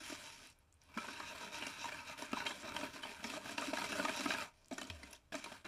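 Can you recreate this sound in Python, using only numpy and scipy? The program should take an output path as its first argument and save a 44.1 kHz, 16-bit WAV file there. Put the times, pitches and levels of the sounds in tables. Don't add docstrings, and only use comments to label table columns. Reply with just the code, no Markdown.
import sys
import numpy as np
from scipy import signal
from scipy.fft import rfft, irfft, next_fast_len
from scipy.io import wavfile
from scipy.ndimage import uniform_filter1d, map_coordinates

SR = 44100
rng = np.random.default_rng(int(sys.argv[2]) if len(sys.argv) > 2 else 0)


def unload_wav(signal):
    wavfile.write(
        sys.argv[1],
        SR,
        np.round(np.clip(np.atleast_2d(signal).T, -1, 1) * 32767).astype(np.int16),
    )


N = 250443
TIME = np.arange(N) / SR

# frequency in Hz, relative level in dB.
ROOM_TONE_EQ = [(15, -50), (25, 1), (50, -11.5), (77, -1), (271, -21.5), (903, -22.5), (2070, -34),
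                (2630, -35), (3630, -44), (8320, -38), (13800, -45), (15000, -48)]
# frequency in Hz, gain in dB.
RUMBLE_EQ = [(25, -16), (55, -12), (85, 0), (125, -4.5), (170, -6), (260, -29.5)]
# frequency in Hz, gain in dB.
CRACKLE_EQ = [(600, -6.5), (2500, 8.5), (5500, -2.5), (11000, -7.5), (15000, -24)]
# frequency in Hz, gain in dB.
CUSHION_EQ = [(6000, 0), (10000, -3), (14000, 0)]
# frequency in Hz, width in Hz, gain in dB.
BOWL_MODES = [(192.5, 21, 4.5), (277.5, 75, 4), (408, 19, 0), (595, 94, 4.5), (800, 110, -3), (934, 68, 3),
              (1220, 50, 3), (1313, 122, 1), (1603, 141, 1.5), (1830, 190, -6.5), (2032, 63, -3.5),
              (2310, 188, -2), (2752, 280, -4.5), (3120, 290, -9.5), (3750, 470, -9), (4240, 520, -10),
              (5585, 840, -12), (7440, 630, -16.5), (9170, 440, -17.5), (10880, 1250, -24.5)]
# frequency in Hz, nominal width in Hz, gain in dB.
WIRE_NOTES = [(2660, 180, 0.5), (3880, 190, -1), (5550, 720, -7.5)]
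# start in seconds, peak in dB, pitch in Hz, length in cycles.
BUBBLE_TICKS = [(0.472, -47, 9000, 15), (0.501, -47, 8450, 9.2), (0.589, -54.5, 10300, 11),
                (0.7263, -50.5, 6960, 6.8), (0.7414, -55, 8800, 12), (0.8173, -54, 5700, 19),
                (0.837, -54, 9800, 10), (4.646, -52, 5200, 8), (4.659, -50, 6260, 6),
                (4.684, -44, 7200, 4.4), (4.968, -55, 2720, 39), (5.032, -50, 4500, 53),
                (5.04, -58, 2040, 83)]
# start in seconds, peak in dB, pitch in Hz.
POCKET_SNAPS = [(2.331, -29.5, 2670), (2.467, -33.5, 4420), (2.765, -32.5, 3050), (3.271, -39, 5380),
                (3.3, -35.5, 2580), (3.339, -40, 3800), (3.581, -34, 4360), (3.775, -38, 3730),
                (3.921, -37, 3320), (3.956, -38, 5600), (4.052, -36, 5550), (4.163, -45, 10950),
                (4.318, -32, 2540), (4.733, -46, 7560), (4.741, -46, 5400), (4.782, -45.5, 7100),
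                (4.831, -45.5, 7850), (4.851, -46, 3030), (4.871, -47, 6700), (4.9, -33, 3200),
                (5.11, -48, 9700), (5.13, -47, 10500), (5.329, -40.5, 3370), (5.353, -42, 6030),
                (5.444, -39, 3040), (5.526, -43, 2740)]
# start in seconds, relative peak in dB, pitch in Hz.
BOWL_THUDS = [(0.967, -33, 221), (2.329, -41, 230), (2.83, -36.5, 273), (3.243, -38.5, 220),
              (3.68, -34, 283), (3.731, -26.5, 633), (3.994, -27, 585), (4.256, -34, 274),
              (4.714, -38.5, 256), (5.349, -38.5, 270)]
# middle in seconds, half-length in seconds, level in dB.
WIRE_SWISHES = [(0.27, 0.0397, -60.5), (0.465, 0.0365, -65.5), (1.132, 0.058, -57.5), (1.283, 0.042, -53.5),
                (1.438, .04, -57), (1.552, 0.039, -52), (1.733, .04, -58.5), (1.819, .045, -51),
                (2.094, 0.033, -54.5), (2.385, .04, -51.5), (2.672, 0.0504, -56), (2.954, .035, -65),
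                (3.509, 0.0415, -55.5), (3.666, .05, -53.5), (3.911, .05, -53), (4.037, .04, -57),
                (4.185, 0.048, -48.5), (4.302, .04, -49.5)]
# start in seconds,
# relative level in dB, low thud in dB, brightness in dB, note of the struck spot in Hz,
# that note's level over the bowl's ring in dB.
KNOCKS_AND_SMACKS = [(0.098, -45.5, -7, 1, 1670, -25), (0.118, -46, 3, -3, 635, -1.5),
                     (0.974, -45.5, 8, -29, 1324, 7.5), (0.982, -52, -9, -16, 2340, 6.5),
                     (1.04, -55, -1, -10, 980, 2), (1.083, -44, 1, -3, 1550, -9),
                     (1.199, -42.5, -12, -9, 1250, -7.5), (1.621, -43, -7, -14, 2850, -3.5),
                     (1.666, -43, 4, 16.5, 2780, -4.5), (1.841, -51, -19, 5, 933, 10.5),
                     (1.854, -49.5, 2, 7, 940, 6.5), (1.887, -44, -18, -24, 960, -6),
                     (1.919, -52.5, -3, -17, 2430, 4), (1.986, -52, -15, -10, 2640, 0.5),
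                     (2.22, -45, 0, 9, 950, 1), (2.33, -36.5, 4, -22, 1295, -0.5),
                     (2.368, -50, -8, -17, 984, 10), (2.401, -43, -18, -18, 1500, -2),
                     (2.457, -44.5, -3, -14, 2170, 4), (2.464, -36.5, -10.5, -14, 3170, -4.5),
                     (2.505, -44, -11, -12, 955, -4), (2.684, -54, -3, -14, 960, -3),
                     (2.745, -46, 1, -14, 610, -7), (2.763, -41.5, -17, -10, 950, 0),
                     (2.809, -45.5, -6, -4, 1330, -1), (2.831, -41.5, -5, -14, 974, -4),
                     (3.031, -44.5, -16, -12, 3040, 1.5), (3.052, -47, -2, -8, 940, 0),
                     (3.24, -39.5, -9, -5, 2260, -4), (3.336, -46, 4, 0, 1270, -4),
                     (3.366, -45, 3, -8, 638, 1), (3.455, -47, -1, -5, 1600, -8),
                     (3.488, -51.5, -11, 1, 1650, 2), (3.579, -36, -7.5, -8, 962, -5),
                     (3.618, -41, -4, -5, 1180, -4), (3.732, -37, -2, -13, 590, -3),
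                     (3.769, -40, -17, -5, 1680, -1.5), (3.783, -40.5, -4, -8, 950, -1.5),
                     (3.815, -37, -10.5, -8, 1230, -13), (3.84, -40.5, -5, 3, 2060, -6),
                     (3.919, -40, -7, -8, 2490, -3), (3.952, -45, -2, -8, 590, 2),
                     (3.995, -38, 2, -9, 1464, 0), (4.048, -32, -13.5, -27, 1100, -14),
                     (4.081, -38.5, -9, -17, 650, -1), (4.092, -41, -4, -10, 1620, -4),
                     (4.194, -39.5, 2, -4, 624, -10), (4.205, -41.5, -4, -12, 600, -6),
                     (4.257, -37.5, 2, -24, 1277, 2), (4.304, -33.5, -10.5, -33, 2540, -6),
                     (4.317, -39.5, -10, -16, 2470, -2), (4.335, -40, -8, -13, 693, -6),
                     (4.346, -42, -4, -13, 1640, 0), (4.419, -43.5, -17, -16, 1185, -6),
                     (4.71, -49, -3, 1, 640, 5), (4.723, -45.5, 12, 3, 663, 2),
                     (4.78, -42, -2, 2.5, 1820, -6), (4.813, -43, -4, 8, 3030, -6),
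                     (4.899, -46.5, -2, 4, 2560, -4.5), (5.03, -53, 6, 14, 2034, 2),
                     (5.128, -51.5, -2, 14, 2730, -10), (5.321, -48.5, 5, -17, 1660, 0.5),
                     (5.34, -45, -12, -14, 650, 4), (5.351, -43.5, -14, 0, 640, -7),
                     (5.44, -47, -8, 8, 2450, -1.5), (5.459, -51.5, 0, 3, 940, 3.5),
                     (5.517, -47.5, 0, -5, 905, -11), (5.651, -52.5, 8, -17, 1630, -16)]
# start in seconds, length in seconds, drag level in dB,
# push on the bowl's low modes in dB, wet sizzle in dB.
WHISK_STROKES = [(0, 0.3, -60.5, -3, 5), (0.033, 0.12, -56, -8, 5), (0.284, 0.178, -67, -1, 9),
                 (0.47, 0.037, -71.5, -9, 7), (0.53, 0.095, -80, -5, -0.5), (0.807, 0.09, -75.5, -3.5, 1),
                 (0.885, 0.096, -66, -6.5, -6.5), (0.97, 0.18, -54, -3.5, -2), (1.157, 0.17, -54.5, -4, -2),
                 (1.344, 0.13, -52.5, -2, -2.5), (1.518, 0.2, -51, -7, -3.5), (1.72, 0.29, -54, -7.5, -3),
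                 (2.063, 0.055, -49, -8, -8.5), (2.173, 0.074, -53, -3.5, -1.5),
                 (2.311, 0.12, -50, -6, -9.5), (2.449, 0.066, -54, 0, 3.5), (2.626, 0.097, -50, -1.5, -9.5),
                 (2.736, 0.13, -51, -2.5, -2.5), (2.93, 0.048, -51.5, -1.5, -3.5),
                 (3.017, 0.12, -53, -2.5, -1.5), (3.229, 0.14, -52.5, 2.5, 1),
                 (3.44, 0.094, -51.5, 0, -1.5), (3.573, 0.13, -51, 2, 0), (3.731, 0.13, -50, -0.5, 1),
                 (3.886, 0.42, -49, -0.5, 0.5), (4.123, 0.22, -51, -9, 2.5), (4.362, 0.069, -48, -3, -2.5),
                 (4.5, 0.29, -81.5, 2, 6.5), (4.709, 0.17, -64, 6.5, 4), (4.886, 0.26, -67, 3, 3.5),
                 (5.32, 0.076, -58, 2, 3.5), (5.366, 0.21, -60.5, -2.5, 0),
                 (5.643, 0.041, -48.5, -3.5, -12)]


def undb(db):
    return 10 ** (np.asarray(db) / 20)


def unit(x):
    return x / np.sqrt(np.mean(x ** 2))


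def add(track, s, sound):
    start = int(np.clip(s * SR, 0, N - 1))
    track[start:start + len(sound)] += sound[:N - start]


def wander(rate_hz):
    step = max(int(SR / rate_hz), 1)
    return 1.25 * uniform_filter1d(np.repeat(rng.standard_normal(N // step + 1), step), step)[:N]


def resonate(x, hz, width_hz):
    return signal.lfilter(*signal.iirpeak(hz, hz / width_hz, fs=SR), x + 1e-18)


def equalise(x, curve):
    hz, db = np.transpose(curve)
    size = next_fast_len(len(x))
    bin_hz = np.maximum(np.arange(size // 2 + 1) * SR / size, 1)
    gain = undb(np.interp(np.log(bin_hz), np.log(hz), db))
    return irfft(rfft(x, size) * gain, size)[:len(x)]


def touch_db(hz, low_db, high_db, low_hz=(520, 950), high_hz=(2400, 5000)):
    return low_db * np.interp(hz, low_hz, (1, 0)) + high_db * np.interp(hz, high_hz, (0, 1))


def bubble(hz, cycles, rise, onset=0.058):
    age = np.linspace(0, 1, max(int(cycles * SR / hz), 8))
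    envelope = (1 - np.exp(-age / onset)) * np.exp(-np.log(100) * age)
    return np.sin(2 * np.pi * cycles * (age + rise * age ** 2 / 2)) * envelope / envelope.max()


def snap(hz, decay_s=0.0029, width_hz=4100, ring_s=0.0069):
    t = TIME[:SR // 50]
    crack = rng.standard_normal(len(t)) * np.exp(-t / decay_s)
    for _ in range(2):
        crack = resonate(crack, hz, width_hz)
    sound = undb(1.5) * crack / abs(crack).max()
    add(sound, 0, bubble(hz, cycles=hz * ring_s, rise=0.035))
    return sound / abs(sound).max()


def slips(per_s, spread_db):
    size = undb(spread_db * np.minimum(rng.standard_exponential(N), 4))
    return unit((rng.random(N) < per_s / SR) * size * rng.standard_normal(N))


def room_tone(level_db=-72.5):
    return unit(equalise(rng.standard_normal(N), ROOM_TONE_EQ)) * undb(level_db)


def reflections(x, delay_s, t60_s, level_db):
    t = TIME[:SR // 2]
    tail = rng.standard_normal(len(t)) * (t > delay_s) * undb(-60 * t / t60_s)
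    return undb(level_db) * signal.fftconvolve(x, tail / np.linalg.norm(tail))[:N]


def rocking(drag_db):
    rumble = equalise(rng.standard_normal(N), RUMBLE_EQ)
    return unit(rumble) * undb(drag_db - 14.5 + 3.6 * wander(18))


def gulp(start_s=4.895, level_db=-49.5, attack_s=0.007, fade_db_per_s=98):
    start_hz, end_hz, sink_s = 99.7, 61, 0.078
    age = np.maximum(TIME - start_s, 0)
    hz = end_hz + (start_hz - end_hz) * np.exp(-age / sink_s)
    envelope = np.minimum(age / attack_s, 1) * undb(level_db - fade_db_per_s * age)
    return np.sqrt(2) * np.sin(2 * np.pi * np.cumsum(hz) / SR) * envelope


def ticks():
    out = np.zeros(N)
    for s, peak_db, hz, cycles in BUBBLE_TICKS:
        add(out, s, undb(peak_db) * bubble(hz, cycles, rise=0.037))
    return out


def smear(drag_db, sizzle_db, smacks_per_s=45, smack_decay_s=0.004):
    crackle = equalise(slips(per_s=2600, spread_db=-3.5), CRACKLE_EQ)
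    tears = (rng.random(N) < smacks_per_s / SR) * rng.random(N)
    smacks = signal.lfilter([1], [1, -np.exp(-1 / (smack_decay_s * SR))], tears)
    return unit(crackle) * undb(drag_db + sizzle_db + wander(40) - 3.5) * (1 + undb(-4) * smacks)


def squelch(drag_db, count=380):
    out = np.zeros(N)
    snap_db = drag_db + np.interp(drag_db, (-62, -50), (-2, 3))
    for when, pitch, size in rng.random((count, 3)):
        peak_db = snap_db[int(when * (N - 1))] + 7.5 * size ** 2 - 5.5 * pitch
        add(out, when * N / SR, snap(2000 * 5 ** pitch) * undb(peak_db))
    return out


def spatter(per_hit=5, window_s=0.045):
    out = np.zeros(N)
    for s, level_db, _, bright_db, _, _ in KNOCKS_AND_SMACKS:
        for wait, pitch, size in rng.random((per_hit, 3)):
            peak_db = level_db + 0.3 * bright_db - 21 * size - 3 * pitch
            add(out, s + window_s * wait, snap(2300 * 3.6 ** pitch) * undb(peak_db))
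    return out


def pocket_snaps():
    out = np.zeros(N)
    for s, peak_db, hz in POCKET_SNAPS:
        add(out, s, undb(peak_db) * snap(hz))
    return out


def thuds(trim_db=-5):
    out = np.zeros(N)
    for s, peak_db, hz in BOWL_THUDS:
        add(out, s, undb(peak_db + trim_db) * bubble(hz, cycles=9.3, rise=0.021, onset=0.27))
    return out


def swishes(glide=0.01526):
    out, force = np.zeros(N), slips(per_s=5000, spread_db=0.5)
    for middle_s, half_s, level_db in WIRE_SWISHES:
        place = (TIME - middle_s) / half_s
        span = abs(place) < 2
        place = place[span]
        detunes = 1 + 0.012 * rng.standard_normal(len(WIRE_NOTES))
        ring = 0
        for (hz, width_hz, db), detune in zip(WIRE_NOTES, detunes):
            band = resonate(force[span], hz * detune, 2 * width_hz)
            ring += undb(db) * resonate(band, hz * detune, 2 * width_hz)
        ring = map_coordinates(ring, [np.cumsum(1 + glide * place)], mode="mirror")
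        add(out, middle_s - 2 * half_s, unit(ring) * np.exp(-place ** 2) * undb(level_db))
    return out


def knocks_and_smacks(soft_burst_s=0.007, hard_burst_s=0.0049, body_s=0.011, trim_db=-2.06):
    out, t = np.zeros(N), TIME[:SR // 10]
    body = t < body_s
    for s, level_db, thud_db, bright_db, note_hz, note_db in KNOCKS_AND_SMACKS:
        age = t / np.interp(level_db + 0.35 * bright_db, (-52, -41), (soft_burst_s, hard_burst_s))
        contacts = rng.standard_normal(len(t)) * (0.51 + (rng.random(len(t)) < 2500 / SR))
        force = contacts * age * np.exp(-2.6 * age)
        spot_db = 4 * rng.standard_normal(len(BOWL_MODES))
        ring = 0
        for k, (hz, width_hz, db) in enumerate(BOWL_MODES):
            tilt_db = touch_db(hz, thud_db + 3, bright_db + 1.5, low_hz=(350, 950), high_hz=(2400, 6500))
            gain = undb(db + spot_db[k] + tilt_db) * np.sqrt(width_hz)
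            ring += (-1) ** k * gain * unit(resonate(force, hz, width_hz))
        note = resonate(force, note_hz, width_hz=46)
        hit = ring / ring[body].std() + undb(note_db) * note / note[body].std()
        add(out, s, hit * undb(level_db + trim_db))
    return equalise(out, CUSHION_EQ)


def strokes(attack_s=0.004, sag_db_per_s=1, release_db_per_s=315):
    starts, lengths, levels, pushes, sizzles = np.transpose(WHISK_STROKES)[:, :, None]
    age = TIME - starts
    held, after = np.clip(age, 0, lengths), np.maximum(age - lengths, 0)
    bite_db = 20 * np.log10(np.clip(age / attack_s, 1e-6, 1))
    each_db = levels + bite_db - sag_db_per_s * (held - lengths / 2) - release_db_per_s * after
    lead = each_db.argmax(axis=0)
    stirring = (TIME > 0.94) & (TIME < 4.44)
    floor_db = np.where(stirring, -58.5, -85)
    return np.maximum(each_db.max(axis=0), floor_db), pushes[lead, 0], sizzles[lead, 0]


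def scrape(drag_db, push_db, sizzle_db):
    grit = np.interp(drag_db, (-58, -46), (0.25, 0.8))
    coarse, fine = slips(per_s=1100, spread_db=1), slips(per_s=14000, spread_db=3)
    force = np.sqrt(grit) * coarse + np.sqrt(1 - grit) * fine
    force *= undb(drag_db + grit * (2.13 * wander(65) + 2.7 * wander(260)))
    out = np.zeros(N)
    for k, (hz, width_hz, db) in enumerate(BOWL_MODES):
        gain_db = db + touch_db(hz, push_db - 0.5, sizzle_db + 2.5) + 2.15 * wander(21.99)
        out += (-1) ** k * undb(gain_db) * resonate(force, hz, width_hz)
    return undb(12.5) * out


def scene():
    drag_db, push_db, sizzle_db = strokes()
    whisking = scrape(drag_db, push_db, sizzle_db) + swishes() + knocks_and_smacks() + thuds()
    batter = smear(drag_db, sizzle_db) + squelch(drag_db) + spatter() + pocket_snaps() + ticks()
    direct = whisking + batter
    bowl_echo = reflections(direct, delay_s=0.00112, t60_s=0.03, level_db=-9.5)
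    room_echo = reflections(direct, delay_s=0.0069, t60_s=0.17, level_db=-12)
    return (direct + bowl_echo + room_echo + gulp() + rocking(drag_db) + room_tone())[None]


def record(dry):
    return signal.sosfilt(signal.ellip(10, 0.2, 70, 15200, fs=SR, output="sos"), dry)


dry = scene()
out = record(dry)
unload_wav(out)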